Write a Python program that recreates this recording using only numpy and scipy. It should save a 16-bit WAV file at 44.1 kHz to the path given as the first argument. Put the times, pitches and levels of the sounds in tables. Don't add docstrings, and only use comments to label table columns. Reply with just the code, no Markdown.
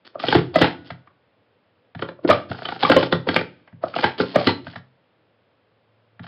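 import sys
import numpy as np
from scipy import signal
from scipy.fft import rfft, irfft
from scipy.io import wavfile
from scipy.ndimage import uniform_filter1d

SR = 44100
rng = np.random.default_rng(int(sys.argv[2]) if len(sys.argv) > 2 else 0)


def put_to_file(sound):
    columns = np.atleast_2d(sound).T
    safe = np.clip(columns, -1, 1)
    whole_steps = np.round(safe * 32767)
    wavfile.write(sys.argv[1], SR, whole_steps.astype(np.int16))


N = 276507
TIME = np.arange(N) / SR
RING_TIME = TIME[:SR * 2 // 5]
ATTACK_SAMPLES = 530
BRUSH_S = 0.027
MIC_TOP_HZ = 5350

# frequency_hz, gain_db
CRACK_SPECTRUM = [(100, -7.5), (400, -14), (750, 7), (1050, -3), (1500, 1.5), (2000, -0.5), (2600, -4),
                  (3300, -3), (4200, -11.5), (5400, -18)]
# frequency_hz, gain_db
SCRAPE_SPECTRUM = [(80, -22.5), (250, 8), (750, 1.5), (1100, 2.5), (1850, 0.5), (2450, 0), (3200, 5),
                   (3800, -0.5), (4400, 3), (5400, -7)]


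def undb(db):
    return 10 ** (np.asarray(db) / 20)


def decay(t60, t=RING_TIME):
    return np.exp(-np.log(1000) * t / t60)


def unit_rms(x, size=None):
    return x / np.sqrt(np.mean(x[:size] ** 2) + 1e-18)


def add(out, start_s, x):
    i = int(np.clip(start_s * SR, 0, N - 1))
    out[i:i + len(x)] += x[:N - i]


def colour(x, spectrum, size=2048):
    hz, db = np.transpose(spectrum)
    bins_hz = np.arange(size // 2 + 1) * SR / size
    log_gain = np.log(undb(np.interp(np.log(bins_hz + 1), np.log(hz), db)))
    log_gain -= 2 * (bins_hz > 2 * MIC_TOP_HZ)
    cepstrum = irfft(log_gain)[:size // 2]
    cepstrum[1:] *= 2
    response = irfft(np.exp(rfft(cepstrum, size)))
    return signal.fftconvolve(x, unit_rms(response) / np.sqrt(size))[:len(x)]


def ring(modes, scatter_db, detune):
    out = np.zeros(len(RING_TIME))
    for k, (hz, db, t60) in enumerate(modes):
        strength, shift = rng.standard_normal(2)
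        t = RING_TIME[:int(t60 * SR)]
        wave = decay(t60, t) * np.sin(2 * np.pi * hz * (1 + detune * shift) * t)
        out[:len(t)] += (-1) ** k * undb(db + scatter_db * strength) * wave
    return out


def soften(x, contact_s):
    force = np.hanning(max(int(contact_s * SR), 1) + 2)
    return signal.fftconvolve(x, force / force.sum())[:len(x)]


def contact_time(db, longest_s=.00036, hard_db=-29, range_db=22.5):
    return longest_s * np.clip((hard_db - db) / range_db, 0, 1)


def ticks(size, per_s, spread_db):
    hits = rng.random(size) < per_s / SR
    strength, side = rng.standard_normal((2, size))
    return unit_rms(hits * undb(spread_db * np.clip(strength, -2, 2)) * np.sign(side))


def background(air_db=-64, hum_hz=111):
    # frequency_hz, gain_db
    air_spectrum = [(30, -38), (105, -9.5), (145, -14.5), (400, -15), (500, -10), (750, -18), (1400, -22),
                    (3200, -27.5), (5200, -39), (7000, -71)]
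    # time_s, level_db
    hum_levels = [(0, -83.5), (5.3, -79.5), (5.8, -71), (6.27, -62)]
    air = undb(air_db) * unit_rms(colour(rng.standard_normal(N), air_spectrum))
    hum_rms = undb(np.interp(TIME, *np.transpose(hum_levels)))
    return air + hum_rms * np.sqrt(2) * np.sin(2 * np.pi * hum_hz * TIME)


def slides(edge_s=0.0027, swell_db=1.5, jerk_db=2.5, gain_db=-2.0):
    # start_s, end_s, relative_end_level_db
    strokes = [(0.047, 0.078, -45), (0.194, 0.268, -33.5), (0.265, 0.349, -24), (.54, 0.617, -28),
               (.846, 0.929, -50), (2.276, 2.315, -29.5), (2.488, 2.784, -43.5), (2.792, 2.897, -28.5),
               (2.931, 3.072, -30.5), (3.27, 3.348, -35.5), (3.342, 3.349, -22), (3.832, 3.952, -49),
               (3.952, 4.073, -31), (4.18, 4.226, -28.5), (4.218, 4.339, -40.5), (4.345, 4.472, -32),
               (4.646, 4.785, -48), (6.227, 6.283, -48)]
    pressure = np.zeros(N)
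    for start, end, db in strokes:
        gate = np.clip(np.minimum(TIME - start, end - TIME) / edge_s + .5, 0, 1)
        pressure += gate * undb(db - np.interp(TIME, [start, end], [swell_db, 0]))
    jerks = uniform_filter1d(rng.standard_normal(N), size=200)
    jerks = unit_rms(uniform_filter1d(jerks, size=200))
    rubbing = undb(jerk_db * jerks) * ticks(N, per_s=1500, spread_db=5)
    return colour(rubbing * pressure * undb(gain_db), SCRAPE_SPECTRUM)


def approach():
    t = RING_TIME[:int(3 * BRUSH_S * SR)]
    return np.exp(-4 * np.abs(t / BRUSH_S - 1))


def air_rush(hz, db=-14, q=1.0):
    hollow = signal.iirpeak(hz, q, fs=SR)
    envelope = approach()
    flow = rng.standard_normal(len(envelope))
    air = signal.lfilter(*hollow, signal.lfilter(*hollow, flow))
    return undb(db) * unit_rms(air) * envelope


def rim_brush(db=-13):
    envelope = approach()
    return undb(db) * colour(rng.standard_normal(len(envelope)), SCRAPE_SPECTRUM) * envelope


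def air_pop(hz, t60=0.025, swell_s=0.0037, overtone=1.97, overtone_db=-12, bend=0.05, bend_s=0.0028):
    waver = .045 * unit_rms(uniform_filter1d(rng.standard_normal(len(RING_TIME)), size=200))
    pitch_hz = hz * (1 + bend * np.exp(-RING_TIME / bend_s) + waver)
    phase = 2 * np.pi * np.cumsum(pitch_hz) / SR
    tone = np.sin(phase) + undb(overtone_db) * np.sin(overtone * phase)
    swell = (1 - np.exp(-(RING_TIME / swell_s) ** 2)) ** 2
    return unit_rms(swell * decay(t60) * tone, ATTACK_SAMPLES)


def shell_crack(hz, give_s=0.0016, snap_t60=0.029, wall_db=-7, wall_t60=0.086, peak_db=7, peak_q=7.3):
    # pitch_hz, level_db
    wall_modes = [(883, 4), (1180, -1.5), (1400, -2.5), (1650, -14), (1965, -2), (2380, -15.5),
                  (3020, -3.5), (3400, -5.5), (3720, -9.5), (4010, -10), (4500, -10.5)]
    give = 1 - np.exp(-(RING_TIME / give_s) ** 2)
    snap = colour(rng.standard_normal(len(RING_TIME)) * decay(snap_t60), CRACK_SPECTRUM)
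    modes = [(mode_hz, db, wall_t60) for mode_hz, db in wall_modes]
    walls = sum(ring(modes, scatter_db=2, detune=.015) for _ in range(2))
    crack = give * (unit_rms(snap, ATTACK_SAMPLES) + undb(wall_db) * unit_rms(walls, ATTACK_SAMPLES))
    peak = signal.lfilter(*signal.iirpeak(hz, peak_q, fs=SR), crack)
    return crack + undb(peak_db) * peak


def desk_thud(contact_s, scatter_db=1.5):
    # pitch_hz, level_db, t60_s
    desk_modes = [(96.5, -14.5, 0.25), (127.2, -15, 0.41), (170.5, -8, .2), (238, 0.5, 0.07),
                  (289, 4, 0.067), (351, 2, .08), (443, 2, 0.067), (510, 1.5, 0.077)]
    desk = ring(desk_modes, scatter_db, detune=.025)
    return unit_rms(soften(desk, contact_s), size=1100)


def cup_impact(pop_hz, pop_db, crack_hz, crack_db, cushion_s=0.0005, air_lead_s=.001):
    cushioning = np.clip((pop_db - crack_db - 8) / 14, 0, 1)
    contact_s = contact_time(crack_db) + cushion_s * cushioning
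    crack = unit_rms(soften(shell_crack(crack_hz), contact_s), ATTACK_SAMPLES)
    thud = desk_thud(contact_s=0.0015, scatter_db=2)
    thud_db = (pop_db + crack_db) / 2 - 2 - 4.5 * np.log2(pop_hz / 352)
    out = np.zeros(2 * len(RING_TIME))
    add(out, 0, undb(pop_db) * air_rush(pop_hz) + undb(crack_db) * rim_brush())
    add(out, BRUSH_S - air_lead_s, undb(pop_db) * air_pop(pop_hz))
    add(out, BRUSH_S, undb(crack_db) * crack + undb(thud_db) * thud)
    return out


def knocks(rebound_s=.029, rebound_spread=.15, rebound_pop_db=-16.5, rebound_crack_db=-21):
    # time_s, pop_hz, pop_db, crack_hz, crack_db
    blows = [(0.1536, 610, -27.5, 1380, -50), (.197, 1200, -37.5, 3560, -35), (0.2371, 660, -20, 2020, -30),
             (0.2835, 390, -20.5, 3330, -19), (0.3248, 880, -15, 1530, -17), (0.3493, 344, -9, 1350, -12.5),
             (0.5568, 629, -6.5, 1980, -19), (.614, 298.7, -9.5, 1880, -12.5),
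             (0.6417, 870, -19, 2730, -21.5), (1.072, 1160, -49, 1700, -56),
             (1.9916, 622.4, -41, 1617, -38.5), (2.0218, 523, -24.5, 1500, -25.5),
             (2.087, 531, -31, 1700, -35.5), (2.1887, 596, -43, 1400, -61), (2.2477, 327, -14, 1360, -33.5),
             (2.2889, 519, -14, 1750, -23), (2.2984, 605, -3, 2320, -20), (2.309, 1178, -10.5, 1330, -21.5),
             (2.6518, 1190, -33.5, 3120, -26.5), (2.686, 704, -36, 1450, -27.5),
             (2.8306, 802, -13, 3940, -18.5), (2.8481, 1144, -13, 1350, -25),
             (2.8974, 529, -7.5, 1500, -15.5), (2.9157, 515, -18, 1450, -10),
             (2.9631, 532, -3.5, 2900, -15), (2.9744, 506, -12.5, 2360, -25), (3.0269, 358, -23, 1470, -20),
             (3.1239, 505, -14.5, 1340, -15.5), (3.27, 485, -22.5, 1390, -38),
             (3.2871, 359, -23.5, 1640, -18), (3.3614, 600, -19, 2260, -11.5),
             (3.41, 411, -30.5, 1470, -28), (3.6751, 533, -66, 2364, -49), (3.8358, 634, -17.5, 1390, -36),
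             (3.938, 1226, -31.5, 1340, -37.5), (3.9616, 655, -22, 2800, -27.5),
             (4.0387, 873, -13, 1680, -14.5), (4.2, 417, -12.5, 1360, -18), (4.3568, 565, -6, 1760, -19),
             (4.4096, 732, -26, 1430, -30), (4.4694, 279.6, -17, 4120, -14),
             (4.4908, 914, -22.5, 3800, -24.5)]
    out = np.zeros(N)
    for time_s, pop_hz, pop_db, crack_hz, crack_db in blows:
        late, tilt = rng.standard_normal(2)
        tilted_hz = pop_hz * 2 ** (.3 * tilt)
        rebound = cup_impact(tilted_hz, pop_db + rebound_pop_db, crack_hz, crack_db + rebound_crack_db)
        add(out, time_s - BRUSH_S, cup_impact(pop_hz, pop_db, crack_hz, crack_db))
        add(out, time_s - BRUSH_S + rebound_s * np.exp(rebound_spread * late), rebound)
    return out


def landings(rise_s=0.0027):
    # start_s, ring_db, rattle_db, rattle_t60_s, thump_db
    drops = [(.351, -32, -22, .21, -14), (.615, -18, -13.5, 0.23, -14.5), (2.299, -23.5, -15, 0.21, -36),
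             (2.9, -37.5, -24.5, .12, -18), (4.039, -23.5, -20, .22, -29), (4.471, -13, -22, 0.21, -17.5)]
    # pitch_hz, level_db, t60_s
    stack_modes = [(896, 2, 0.022), (1994, -1, 0.11), (3000, -18.5, .22), (4220, -16.5, 0.22),
                   (4050, -14, 0.25)]
    out = np.zeros(N)
    rise = 1 - np.exp(-RING_TIME / rise_s)
    for start_s, ring_db, rattle_db, rattle_t60, thump_db in drops:
        stack = undb(ring_db) * ring(stack_modes, scatter_db=1, detune=.002)
        chatter = colour(ticks(len(RING_TIME), per_s=1200, spread_db=3.5), CRACK_SPECTRUM)
        rattle = undb(rattle_db) * chatter * decay(rattle_t60)
        add(out, start_s, (stack + rattle) * rise)
        add(out, start_s, undb(thump_db) * desk_thud(contact_s=.003))
    return out


def sympathetic_tones():
    # start_s, pitch_hz, level_db, t60_s
    tones = [(.615, 1463, -46, 1), (2.31, 1185, -25.5, .38)]
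    out = np.zeros(N)
    for start_s, hz, db, t60 in tones:
        add(out, start_s, undb(db) * decay(t60, TIME) * np.sin(2 * np.pi * hz * TIME))
    return out


def pad_bumps(tap_hz=1620, hollow_hz=700, hollow_db=-3, sink_s=.003):
    # start_s, thump_db, tap_db
    bumps = [(.903, -37, -33), (1.948, -34, -40), (2.494, -29.5, -48), (3.124, -23, -44.5),
             (3.27, -30, -54.5), (3.725, -41, -57.5), (4.667, -39, -35), (4.7335, -68, -46.5),
             (4.757, -39.5, -33.5), (6.193, -36.5, -42), (6.239, -54, -43), (6.2655, -39, -43)]
    out = np.zeros(N)
    for start_s, thump_db, tap_db in bumps:
        thump = desk_thud(contact_s=.006)
        tap = unit_rms(soften(shell_crack(tap_hz), contact_time(tap_db)), ATTACK_SAMPLES)
        hollow = undb(hollow_db) * air_pop(hollow_hz)
        add(out, start_s, undb(tap_db) * (tap + hollow))
        add(out, start_s + sink_s, undb(thump_db) * thump)
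    return out


def jiggles(gap_s=.036, uneven=.1, pop_hz=713, spread_octaves=.22, spread_db=4, max_taps=10):
    # start_s, end_s, level_db
    shakes = [(2.511, 2.79, -36), (3.99, 4.035, -26)]
    out = np.zeros(N)
    for start, end, db in shakes:
        for k, (late, pitch, strength) in enumerate(rng.standard_normal((max_taps, 3))):
            time_s = start + gap_s * (k + uneven * late)
            tap_hz = pop_hz * 2 ** (spread_octaves * pitch)
            tap_db = db + spread_db * strength
            tap = cup_impact(tap_hz, tap_db, crack_hz=1450, crack_db=tap_db - 3)
            if time_s < end:
                add(out, time_s - BRUSH_S, tap)
    return out


def room(x, tail_db=-10, build_s=0.0089, late_db=-27, late_t60=0.81):
    # frequency_hz, gain_db, t60_s
    tail_bands = [(80, 0, .5), (200, -8, 0.68), (567, 5.5, 0.18), (1500, 2, 0.23), (4000, 4.5, 0.2)]
    # delay_s, gain_db
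    reflections = [(.0075, -20.5), (0.022, -29.5), (.028, -20)]
    hz, db, t60 = np.transpose(tail_bands)
    tail = np.zeros(len(RING_TIME))
    for centre in np.geomspace(62.5, 8000, 8):
        edges_hz = [centre / np.sqrt(2), centre * np.sqrt(2)]
        octave = signal.butter(3, edges_hz, "band", fs=SR, output="sos")
        band = signal.sosfilt(octave, rng.standard_normal(len(RING_TIME)))
        band_db, band_t60 = (np.interp(np.log(centre), np.log(hz), column) for column in (db, t60))
        tail += undb(band_db) * band * (decay(band_t60) + undb(late_db) * decay(late_t60))
    tail *= 1 - np.exp(-(RING_TIME / build_s) ** 2)
    response = undb(tail_db) * tail / np.sqrt(2 * np.sum(tail ** 2))
    for delay_s, echo_db in reflections:
        response[int(delay_s * SR)] += undb(echo_db)
    return x + signal.fftconvolve(x, response)[:N]


def scene():
    direct = knocks() + jiggles() + landings() + sympathetic_tones() + slides() + pad_bumps()
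    return (room(direct) + background())[None]


def record(dry, overload=0.77, low_cut_hz=70, mic_rate_hz=11025, image_db=-15, ceiling=.71):
    low_cut = signal.butter(4, low_cut_hz, "high", fs=SR, output="sos")
    high_cut = signal.ellip(10, .3, 70, MIC_TOP_HZ, fs=SR, output="sos")
    image_cut = signal.cheby1(10, 1, 6000, fs=SR, output="sos")
    output_cut = signal.ellip(8, .2, 70, 15800, fs=SR, output="sos")
    rounded = overload * np.tanh(dry / overload)
    band = signal.sosfilt(high_cut, signal.sosfilt(low_cut, rounded))
    image = signal.sosfilt(image_cut, band * np.cos(2 * np.pi * mic_rate_hz * TIME))
    clipped = np.clip(band + undb(image_db) * image, -ceiling, ceiling)
    return signal.sosfilt(output_cut, clipped)


dry = scene()
out = record(dry)
put_to_file(out)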